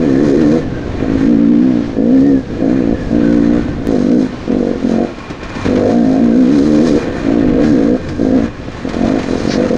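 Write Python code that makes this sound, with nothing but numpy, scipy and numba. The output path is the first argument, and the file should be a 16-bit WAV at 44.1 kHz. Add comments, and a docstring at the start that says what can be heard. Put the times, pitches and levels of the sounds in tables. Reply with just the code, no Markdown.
"""On a forest trail, a four-stroke single-cylinder dirt bike is ridden hard, heard from inside a closed
housing on the rider's helmet. Puffs of exhaust ring the pipe whenever the throttle opens; an uneven burble
of noise is left when it shuts. Gears whine as a narrow band of noise, chain and stones clatter as dense
grains ringing the frame, bumps are short noise bursts, and filtered noise makes the wind and a passing scrape."""
import sys
import numpy as np
from scipy import signal
from scipy.io import wavfile
from scipy.ndimage import uniform_filter1d, minimum_filter1d
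from numba import njit

SR = 44100
rng = np.random.default_rng(int(sys.argv[2]) if len(sys.argv) > 2 else 0)


def master(y):
    """Save y as 16-bit WAV."""
    cut = np.clip(np.atleast_2d(y).T, -1, 1)
    pcm = np.round(cut * 32767)  # scale
    wavfile.write(sys.argv[1], SR, pcm.astype(np.int16))


N = 430857  # length in samples


def undb(db):
    """Turn decibels into a plain multiplier."""
    return np.exp(np.asarray(db) * (np.log(10) / 20))


def level(x, db):
    """Scale a sound so that its average (RMS) level is db."""
    return x * undb(db) / np.sqrt(np.mean(x ** 2))


def curves(table):
    """Join each column of a table by straight lines over time, one value per sample."""
    times, *columns = np.transpose(table)
    return [np.interp(np.arange(N) / SR, times, column) for column in columns]


def walk(rate):
    """Wander between random normal values, rate of them a second, along straight lines."""
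    count = int(N / SR * rate) + 2
    return np.interp(np.arange(N) * (rate / SR), np.arange(count), rng.standard_normal(count))


def ring(x, modes, order=1):
    """Add up resonances (f/Hz, width/Hz, level/dB); order 2 falls off more steeply on both sides."""
    out = 0
    for hz, width, db in modes:
        edges = [hz - width / 2, hz + width / 2]
        band = signal.butter(order, edges, "bandpass", fs=SR, output="sos")
        out = out + undb(db) * signal.sosfilt(band, x)
    return out


@njit
def svf(x, hz, width):
    """Resonance whose centre and width may move, gain 1 at the centre; for tones far below the sample rate."""
    y, band, low = np.empty(len(x)), 0., 0.
    for i in range(len(x)):
        g, k = np.pi * hz[i] / SR, width[i] / hz[i]
        v = (band + g * (x[i] - low)) / (1 + g * (g + k))
        band, low, y[i] = 2 * v - band, low + 2 * g * v, k * v
    return y


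def swell(x, hz, width, count):
    """A resonance run forwards and backwards, so it swells into each puff and dies away as evenly after it."""
    for _ in range(2 * count):
        x, hz, width = svf(x, hz, width)[::-1].copy(), hz[::-1].copy(), width[::-1].copy()
    return x


def steady(value):
    """The same value for every sample."""
    return np.full(N, 1. * value)


# level of the three upper pipe modes against the boom, as load and revs change:
# t/s, level/dB, level/dB, level/dB
BARK_LEVELS = [(0.0, -18, -6, -19), (0.08, -8, -14, -19), (0.26, -5.0, -14.5, -24), (0.4, -4.5, -11, -23),
               (0.56, -13.5, -7.5, -17.5), (1.0, -6, -9, -9), (1.2, -20, -16.5, -25),
               (1.36, -21, -17, -25.5), (1.46, -21, -19, -32), (1.6, -19, -29, -29.5),
               (1.78, -24, -21, -17.5), (1.96, -9, -13, -12), (2.04, -19, -11.5, -26),
               (2.16, -25, -16, -27), (2.32, -17, -18, -32), (2.6, -9.5, -9.5, -12.5),
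               (2.74, -17, -21, -15.5), (2.82, -9, -12, -24), (2.9, -12, -13.5, -16),
               (2.98, -13, -5.5, -13.0), (3.16, -20, -12, -13.5), (3.28, -13, -16, -29),
               (3.42, -21, -18, -21.5), (3.56, -19, -18, -14.5), (3.94, -10, -8, -15.5),
               (4.08, -15.0, -12, -21.5), (4.22, -16, -15.5, -21.5), (4.52, -11.5, -8, -19),
               (4.7, -14, -2.5, -13), (4.86, -15, -12.5, -21), (4.98, -11, -13.5, -11),
               (5.66, -9, -6.5, -14), (5.76, -8, -4.5, -15), (5.86, -8.0, 2, -4), (6.0, -23, -19.5, -19),
               (6.14, -14, -23, -10.5), (6.28, -15, -16.5, -24), (6.6, -15.5, -17.5, -28),
               (6.78, -5.0, -12, -22), (6.9, -12, -8, -24), (7.04, -1.5, -4, -11.0), (7.3, -9, -17, -11.5),
               (7.45, -9.5, -9.5, -20), (7.58, -7, -3, -15), (7.7, -15.5, -18, -21), (7.8, -7, -7, -17),
               (7.9, -17, -6, -19), (8.22, -4, -9, -14), (8.3, -9, -9.5, -13.0), (8.44, -22, -9.5, -14.5),
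               (8.88, -15, -10.5, -14), (9.05, -7, -19, -10.5), (9.2, -10.5, -10.5, -11),
               (9.38, -9.0, -5.5, -16), (9.46, -7, -11, -14), (9.6, -16, -3, -9.5), (9.76, -3, -1, -14)]
# upper pipe modes: f/Hz, width of each filter pass/Hz
PIPE_MODES = [(345, 82), (462, 114), (635, 197)]
# intake drone under the boom: f/Hz, width of each filter pass/Hz, level/dB against the boom
AIRBOX_DRONE = (187, 70, -13.5)
# hum of the crank, two turns a firing: t/s, level/dB
CRANK_HUM = [(0, -29), (5.4, -44.5), (5.6, -27.5), (5.9, -21.5), (6.05, -44.5), (9.77, -39.5)]
BOOM_HZ, BOOM_WIDTH_HZ = 241.6, 148  # lowest pipe mode at 55 firings a second, width of each filter pass
BURBLE_WIDENS = 0.34  # with the throttle shut the boom's ring is this fraction wider again
OUTLET_S = .0008  # delay from the end of a cycle to its puff
CLEAN_DB, RAGGED_DB = -5, -12  # throttle levels of the steadiest and the most ragged firing
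SMOOTH_HZ, LUMPY_HZ = 66, 50  # firing rates of the steadiest and the most ragged firing
MODE_DRIFT, MODE_SWELL_DB = .03, 1.2  # wandering of the pipe modes: fraction of pitch, level
RETURN_S, RETURN_DB = 0.00449, -16.5  # the crack comes back once from the far end of the pipe
SILENCER_HZ = 800


def exhaust(phase, hz, throttle_db, wide_db, shut):
    """One puff a cycle rings the pipe, steadier at full pull or high revs; the crank hums beneath."""
    at = np.flatnonzero(np.diff(phase) < 0)
    late, uneven, sharpness = rng.standard_normal((2000, 3))[:len(at)].T
    ragged = np.clip((throttle_db - CLEAN_DB) / (RAGGED_DB - CLEAN_DB), .15, 1)
    ragged = ragged * np.clip((hz - SMOOTH_HZ) / (LUMPY_HZ - SMOOTH_HZ), .4, 1)
    late_s, uneven_db, sharp_db, turbulence = .0004, 2.4, 1.6, .12
    delay = ((OUTLET_S + late_s * ragged[at] * late) * SR).astype(int)
    where = np.clip(at + delay, 0, N - 1)
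    puffs, sharp = np.zeros((2, N))
    puffs[where] = undb(uneven_db * ragged[at] * uneven) / np.sqrt(hz[at])
    sharp[where] = puffs[where] * undb(sharp_db * sharpness)

    # with the throttle shut the cylinder misfires and only an uneven burble is left
    burble = 0.79 * shut * undb(3.9 * walk(35))
    gas = rng.standard_normal(N) * (turbulence * (.5 + ragged) + burble)
    drive = level(puffs, 0) * (1 - shut) + gas

    # hotter, faster gas at high revs lifts the lowest mode
    centre = BOOM_HZ * (hz / 55) ** 0.13 * (1 + MODE_DRIFT * ragged * walk(7.3))
    # some pulls ring shorter and wider than others
    width = BOOM_WIDTH_HZ * (hz / 55) ** 0.25 * undb(wide_db) * (1 + BURBLE_WIDENS * shut)
    boom = level(swell(drive, centre, width, count=2), 0)

    # the outrushing gas roughens the upper modes, more so at high revs
    rasp = .33 * (hz / 50) ** 2 * rng.standard_normal(N) * np.exp(-phase / .8)
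    sharp = sharp + undb(RETURN_DB) * np.roll(sharp, int(RETURN_S * SR))
    crack = level(sharp, 0) * (1 - shut) + gas + rasp

    # each upper mode drifts and swells alone
    upper = 0
    for (mode_hz, mode_width), db in zip(PIPE_MODES, curves(BARK_LEVELS)):
        mode_level = undb(db + MODE_SWELL_DB * walk(7))
        mode_centre = mode_hz * (1 + MODE_DRIFT * walk(6.2))
        upper = upper + mode_level * level(swell(crack, mode_centre, steady(mode_width), count=1), 0)
    # all modes peak together in one spike, rounded by the silencer
    silencer = signal.butter(2, [290, SILENCER_HZ], "bandpass", fs=SR, output="sos")
    bark = signal.sosfiltfilt(silencer, upper)

    drone_hz, drone_width, drone_db = AIRBOX_DRONE
    drone = swell(drive + rasp, steady(drone_hz), steady(drone_width), count=1)
    airbox = level(drone, drone_db)
    crank = undb(curves(CRANK_HUM)[0]) * np.sqrt(2) * np.sin(4 * np.pi * phase)
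    return undb(throttle_db) * (boom + airbox + bark) + crank


# lone firings while the throttle is shut: t/s, level of the kick/dB
STRAY_FIRINGS = [(0.718, -14), (3.684, -8), (4.328, -17), (5.183, -16), (5.308, -16), (5.427, -20),
                 (5.569, -14), (5.589, -15), (8.599, -21), (8.683, -11.5), (8.783, -18)]
# how the idle pipe rings: f/Hz, width/Hz, level/dB
IDLE_PIPE_MODES = [(252, 170, 4.5), (502, 160, -3.5)]


def pops():
    """A stray charge fires in the idle pipe and rings it briefly."""
    kicks = np.zeros(N)
    times, db = np.transpose(STRAY_FIRINGS)
    kicks[(times * SR).astype(int)] = undb(db)
    rung = ring(kicks, IDLE_PIPE_MODES, order=2)
    return rung * kicks.max() / abs(rung).max()


ECHO_DB, ECHO_FADE_S = -8, 0.013


def echoes(x):
    """Ground and trunks throw the exhaust back: dense short reflections fill the gaps between firings."""
    t = np.arange(int(.09 * SR)) / SR
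    tail = rng.standard_normal(len(t)) * np.minimum(t / 0.0072, 1) * np.exp(-t / ECHO_FADE_S)
    return x + undb(ECHO_DB) * signal.fftconvolve(x, tail / np.linalg.norm(tail))[:N]


# each twist of the throttle: opens t/s, closes t/s, exhaust level after opening/dB, level at closing/dB,
# fade/s, level of the burble that follows/dB, widening of the boom's ring/dB
THROTTLE_TWISTS = [(-.05, 0.574, -13, -4.5, 0.035, -22.5, -2), (0.994, 1.656, -17, -2, 0.21, -20, -0.5),
                   (1.959, 2.35, -8.5, -4.5, 0.062, -22, -4.2), (2.597, 2.926, -11, -15, 0.043, -26.5, 0.5),
                   (3.098, 3.574, -10.5, -10, 0.04, -22, 1.1), (3.848, 4.234, -13, -8.5, .09, -32, -1.5),
                   (4.46, 4.71, -10.5, -16.5, 0.065, -22.5, -0.5),
                   (4.807, 5.021, -13, -8, 0.1, -35.5, -3.9), (5.64, 5.895, -9.5, -10.5, 0.024, -12, -1.5),
                   (5.927, 6.944, -9, -5, 0.068, -21, -3), (7.261, 7.943, -13, -9, 0.062, -30, -0.9),
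                   (8.178, 8.447, -11.5, -12, 0.052, -34.5, -2.7),
                   (8.823, 9.154, -18.5, -7, 0.047, -19, -2.5),
                   (9.245, 9.318, -15.5, -14, 0.1, -22.5, -1.8),
                   (9.448, 9.793, -11.5, -12.5, .05, -20, -0.2)]
OPENING_S = 0.028


def throttle(surge_db):
    """Exhaust level (open, hold, fade, burble) plus its brief changes, and the widening of the boom's ring."""
    opens, closes, first_db, last_db, fade_s, coast_db, wide_db = np.transpose(THROTTLE_TWISTS)
    times = np.ravel([opens, opens + OPENING_S, closes, closes + fade_s], order="F")
    times = np.maximum.accumulate(times)  # never step back in time
    db = np.ravel([np.roll(coast_db, 1), first_db, last_db, coast_db], order="F")
    throttle_db, wide_db = curves(np.transpose([times, db, np.repeat(wide_db, 4)]))
    return throttle_db + surge_db, wide_db


# brief rises of the firing rate with a rise or dip of the exhaust level, some almost only a change of level:
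# peak t/s, rise in firing rate f/Hz, time to come and to go/s, change of exhaust level/dB
BRIEF_SURGES = [(.01, 19, .11, -2), (0.239, 9, .09, -2), (0.399, 13, .065, -5.5), (0.563, 12, .12, -6.5),
                (1.302, 6.09, 0.0792, 7.5), (1.42, 2.5, .05, 4), (1.512, 4, 0.041, 4),
                (1.67, 7.5, .12, -5.5), (2.145, 4.11, .05, 3), (2.269, 1.02, 0.068, 2),
                (1.12, 1.02, 0.083, 1), (2.765, 12, .11, -1.5), (2.981, 8, .12, 2.5),
                (3.177, 4.01, 0.0613, -1.5), (3.33, 2, .08, 3), (4.14, 13, .09, 4), (5.974, 9.5, .13, 3),
                (6.241, 4.5, .07, 3), (6.395, 6.2, .07, 2.5), (6.534, 10.34, .07, -0.5),
                (6.667, 6, 0.06, -4.5), (6.856, 10.97, 0.0804, -6.5), (6.98, 5.5, .06, -4),
                (7.369, 7.8, .11, 1), (7.65, 26, .13, 0), (7.739, 9, .09, 2.5), (8.349, 14, 0.06, 5.5),
                (8.93, .5, 0.074, -4), (9.018, .5, 0.052, 2), (9.145, 12, .075, -4),
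                (9.526, 1, 0.029, -7.5), (9.625, 9.8, 0.055, 1.5), (9.679, 0.9, 0.033, -7.5)]


def surges():
    """Extra firing rate (Hz) and change of exhaust level (dB): each comes and goes smoothly."""
    t = np.arange(N) / SR
    out = np.zeros((2, N))
    for peak_s, hz, slope_s, db in BRIEF_SURGES:
        i, j = max(int((peak_s - slope_s) * SR), 0), int((peak_s + slope_s) * SR)
        shape = np.cos(np.pi / 2 * (t[i:j] - peak_s) / slope_s) ** 2
        out[:, i:j] += np.outer([hz, db], shape)
    return out


# firing rate without the brief surges: t/s, f/Hz
BASE_REVS = [(0, 63.9), (.314, 67.21), (.454, 71.5), (.678, 66.04), (.893, 54.47), (1.22, 52.89),
             (1.56, 56.94), (1.8, 57.94), (1.995, 53.97), (2.27, 70.33), (2.624, 54.63), (3.1, 54.86),
             (3.24, 56.97), (3.43, 56.87), (3.56, 60.21), (3.62, 58.98), (3.87, 55.9), (3.991, 45.9),
             (4.27, 51.6), (4.48, 40), (4.56, 52.9), (4.67, 47.4), (4.774, 43.1), (5.044, 48.2),
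             (5.308, 59.9), (5.6, 49.4), (5.67, 43.4), (5.74, 52.2), (5.817, 49.25), (6.08, 50.63),
             (6.465, 60.46), (6.745, 75), (6.92, 69.92), (7.069, 75.5), (7.283, 52.78), (7.498, 48.96),
             (7.847, 55.17), (7.94, 63.6), (8.05, 63), (8.22, 55.07), (8.29, 48.46), (8.41, 53.5),
             (8.5, 60), (8.86, 43.9), (9.07, 45.1), (9.3, 44.1), (9.45, 39.8), (9.51, 49.4), (9.57, 45.56),
             (9.69, 41.15), (9.77, 44.6)]


def revs(surge_hz):
    """Firings a second: the base rate plus the brief rises."""
    return curves(BASE_REVS)[0] + surge_hz


# moments at which an engine cycle ends, just before its firing sounds: t/s
CYCLE_ENDS = [3.872, 4.026, 4.247, 4.479, 4.527, 4.671, 4.849, 5.006, 5.664, 5.688, 5.831, 5.944, 7.268,
              7.547, 8.214, 8.458, 8.897, 8.991, 9.080, 9.196, 9.310, 9.453, 9.558, 9.731]


def cycles(hz):
    """Engine cycles run so far, nudged so that a whole cycle ends at each listed moment."""
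    run = np.cumsum(hz / SR)
    at = (np.array(CYCLE_ENDS) * SR).astype(int)
    steps = np.round(np.diff(run[at], prepend=run[at[0]]))
    whole = np.round(run[at[0]]) + np.cumsum(steps)
    return run + np.interp(np.arange(N), at, whole - run[at])


# t/s, clatter level/dB, level of the hiss of gas and tyres against the clatter/dB
MACHINE_LEVELS = [(0, -32.5, -5.5), (.6, -31.5, -4), (.7, -40, -12), (1.1, -31, -12), (1.3, -32, -6.5),
                  (1.44, -35.5, -16.5), (1.85, -44, -16), (2.2, -40.5, 2), (2.45, -47, -4),
                  (2.75, -31.5, -11), (3.05, -39, -4), (3.25, -32.5, -11), (3.5, -29.5, -7.5),
                  (3.8, -36, -11), (3.9, -34, -4.5), (4.05, -36, -2), (4.27, -35, -6), (4.36, -45, -9),
                  (4.46, -40, -20), (4.6, -37, -7), (5.07, -32, -4.5), (5.15, -37, -8), (5.4, -31, -15),
                  (5.72, -27.5, -8), (6.12, -34.5, -4.5), (6.6, -32, -3.5), (6.75, -28.5, -1.5),
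                  (6.9, -29, -0.5), (7.1, -30.5, -6), (7.56, -33, -13), (7.64, -27, -7.5),
                  (7.75, -29.5, -5.5), (8.2, -36, -6.5), (8.46, -32, -5.5), (8.54, -40.5, -13),
                  (8.9, -30, -10.5), (9.44, -29.5, -3.5), (9.52, -28.5, 2.5), (9.61, -26.5, -4.5),
                  (9.77, -32.5, -4)]
# ringing of the frame: f/Hz, width/Hz, level/dB, change of level with the throttle shut/dB
FRAME_MODES = [(1085, 80, -4.5, 9), (1786, 59, 1, -2.5), (2402, 79, -1, 6), (1355, 1450, 2.5, -2.5)]
# bands of the hiss: f/Hz, width/Hz, level/dB
HISS_BANDS = [(3064, 1700, -5), (3903, 250, 0.5), (5320, 1740, 0), (6250, 990, -4.5), (8370, 2150, -3)]
MODE_WAVER_DB, COAST_HISS_DB = 3.2, -2  # waver of a narrow mode; change of hiss with the throttle shut


def machine(phase, shut):
    """Dense metallic grains of chain and stones ring the frame; gas and tyres hiss, throbbing each cycle."""
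    clatter_db, hiss_db = curves(MACHINE_LEVELS)
    throb = 1 + .5 * np.exp(-phase / 0.97)
    grains = throb * rng.standard_normal(N) * undb(1.74 * walk(300))
    clatter = 0
    for hz, width, db, shut_db in FRAME_MODES:
        narrow = width < hz  # only narrow modes waver
        waver_db = MODE_WAVER_DB * narrow * walk(9)
        clatter = clatter + undb(waver_db + shut_db * shut) * ring(grains, [(hz, width, db)], order=2)
    hiss = level(undb(2 * walk(10)) * ring(grains, HISS_BANDS, order=2), 0)
    hiss = undb(hiss_db + COAST_HISS_DB * shut) * hiss
    return undb(clatter_db + 1.8 * walk(24)) * (level(clatter, 0) + hiss)


# wavering gear whine: t/s, f/Hz, level/dB
GEAR_WHINE = [(0, 1703, -44), (.09, 1733, -35), (.12, 1696, -41), (.16, 1757, -30.5), (.26, 1850, -35),
              (.33, 1740, -43), (.39, 1800, -32), (.445, 1790, -37), (.55, 1730, -41), (.63, 1774, -30),
              (.66, 1790, -43), (.7, 1604, -43), (.76, 1574, -39), (.8, 1560, -44), (.845, 1550, -40),
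              (.88, 1548, -54), (1.5, 1660, -44), (2.1, 1740, -48), (2.15, 1764, -40), (2.28, 1836, -35),
              (2.45, 1588, -47), (2.75, 1754, -41), (2.88, 1674, -47), (3.0, 1760, -35.5), (3.1, 1625, -43),
              (3.29, 1520, -33), (3.6, 1477, -41.5), (3.75, 1567, -45), (5.2, 1377, -48.5),
              (5.36, 1190, -45), (5.5, 1043, -47), (5.62, 1025, -36), (5.68, 1020, -43), (5.9, 1570, -42),
              (7.4, 1590, -46), (7.7, 1652, -36), (8.1, 1580, -42.5), (8.45, 1697, -38.5),
              (8.57, 1720, -47), (9.77, 1657, -49)]


def whine():
    """Meshing gears: noise squeezed into a narrow, fluttering band."""
    hz, db = curves(GEAR_WHINE)
    hz, width = hz * (1 + 0.0092 * walk(18)), steady(90)
    band = svf(svf(rng.standard_normal(N), hz, width), hz, width)
    return level(band, 0) * undb(db + 1.5 * walk(20))


# the bike hits roots and stones: t/s, clank level/dB, thud level/dB (both before filtering and final gain)
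JOLTS = [(0.41, -27, -8.5), (3.686, -33, -27), (4.114, -24, -40), (4.387, -39, -49), (4.474, -35, -40),
         (4.516, -27.5, -18), (4.885, -27, -22), (5.184, -28, -33), (5.299, -24, -11.5), (5.4306, -25, -11),
         (5.4904, -27, -31.5), (5.551, -25, -9.5), (5.6508, -22, -5), (5.759, -32, -3.5), (7.637, -45, -6),
         (8.086, -21.5, -14), (8.7158, -31, -33), (8.8886, -19.5, -15), (8.933, -23, -9),
         (9.067, -28, -6.5), (9.189, -26, -4), (9.229, -21, -24), (9.688, -23, -16)]
# loose metal in a jolt: f/Hz, width/Hz, level/dB
RATTLE_MODES = [(1800, 1300, 3), (5000, 3900, -8)]


def bumps():
    """Each jolt: a short burst of rattling metal and a soft thud through the suspension."""
    rattle, thud = 1e-9 * rng.standard_normal((2, N))
    t = np.arange(int(.08 * SR)) / SR
    clank_shape = np.minimum(t / 0.0033, 1) * np.exp(-t / 0.014)
    thud_shape = np.exp(-t / 0.031)
    for hit_s, clank_db, thud_db in JOLTS:
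        i = int(hit_s * SR)
        clank_noise, thud_noise = rng.standard_normal((2, len(t)))
        rattle[i:i + len(t)] += (undb(clank_db) * clank_shape * clank_noise)[:N - i]
        thud[i:i + len(t)] += (undb(thud_db) * thud_shape * thud_noise)[:N - i]
    return undb(2.5) * ring(rattle, RATTLE_MODES) + undb(7.0) * ring(thud, [(222, 170, 0.012)])


SCRAPE_S, SCRAPE_LENGTH_S, SCRAPE_DB = 9.525, 0.026, -21  # middle, spread, level at the middle


def scrape():
    """A branch or gravel brushes past: a short bright swish of noise."""
    shape = np.exp(-.5 * ((np.arange(N) / SR - SCRAPE_S) / SCRAPE_LENGTH_S) ** 2)
    swish = ring(rng.standard_normal(N), [(4830, 1800, 0), (1920, 1130, 0)], order=2)
    return shape * level(swish, SCRAPE_DB)


# rumble of the wind: t/s, level/dB
WIND_RUMBLE = [(0.0, -14), (0.02, -28), (1.2, -20), (1.52, -30.5), (3.73, -19), (4.13, -30), (4.68, -26),
               (5.22, -32.5), (5.8, -22), (5.99, -49), (6.04, -29.5), (7.73, -19), (7.75, -29), (8.14, -21),
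               (8.73, -28.5), (9.77, -23)]
# air past the helmet: f/Hz, width/Hz, level/dB
AIR_RUSH = [(306, 263, 18), (1500, 970, -10), (4300, 4300, -34)]
RUSH_DB = -31.5  # before its slow wavering


def wind():
    """Wind buffets the housing: noise as a deep rumble in gusts and a gently wavering rush above."""
    gust = rng.standard_normal(N) * undb(2 * walk(15))
    rumble = level(ring(gust, [(68, 135, 0)], order=2), 0) * undb(curves(WIND_RUMBLE)[0])
    rush = level(ring(rng.standard_normal(N), AIR_RUSH), RUSH_DB) * undb(2.63 * walk(7.4))
    return rumble + rush


def scene():
    """Work out revs and throttle, then add up the bike, the bumps and the wind."""
    surge_hz, surge_db = surges()
    hz = revs(surge_hz)
    phase = cycles(hz) % 1
    throttle_db, wide_db = throttle(surge_db)
    shut = 1 / (1 + undb(3 * (throttle_db + 21.5)))  # near 0 with the throttle open, near 1 when shut
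    pipe = echoes(exhaust(phase, hz, throttle_db, wide_db, shut) + pops())
    engine = pipe + machine(phase, shut)
    return (engine + whine() + wind() + bumps() + scrape())[None]


HOUSING_HZ, TOP_HZ = 6140, 15700
CLICK_S, CLICK_DB = 3.8713, -9  # start, peak before the limiter
CEILING, LIMITER_S = .96, 0.0053  # highest peak before the top is cut, window of the limiter


def record(dry):
    """The housing muffles the treble, one click is heard, a limiter holds down the loudest peaks, the top is cut."""
    muffled = signal.sosfilt(signal.butter(4, HOUSING_HZ, fs=SR, output="sos"), dry)
    since = np.arange(N) / SR - CLICK_S
    click = -undb(CLICK_DB) * (since >= 0) * np.exp(-np.clip(since, 0, .02) / 0.00044)
    mix = muffled + click
    size = int(LIMITER_S * SR)
    gain = CEILING / np.maximum(abs(mix), CEILING)
    gain = uniform_filter1d(minimum_filter1d(gain, size=size), size=size)
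    return signal.sosfilt(signal.ellip(8, .2, 70, TOP_HZ, fs=SR, output="sos"), gain * mix)


dry = scene()
out = record(dry)
master(out)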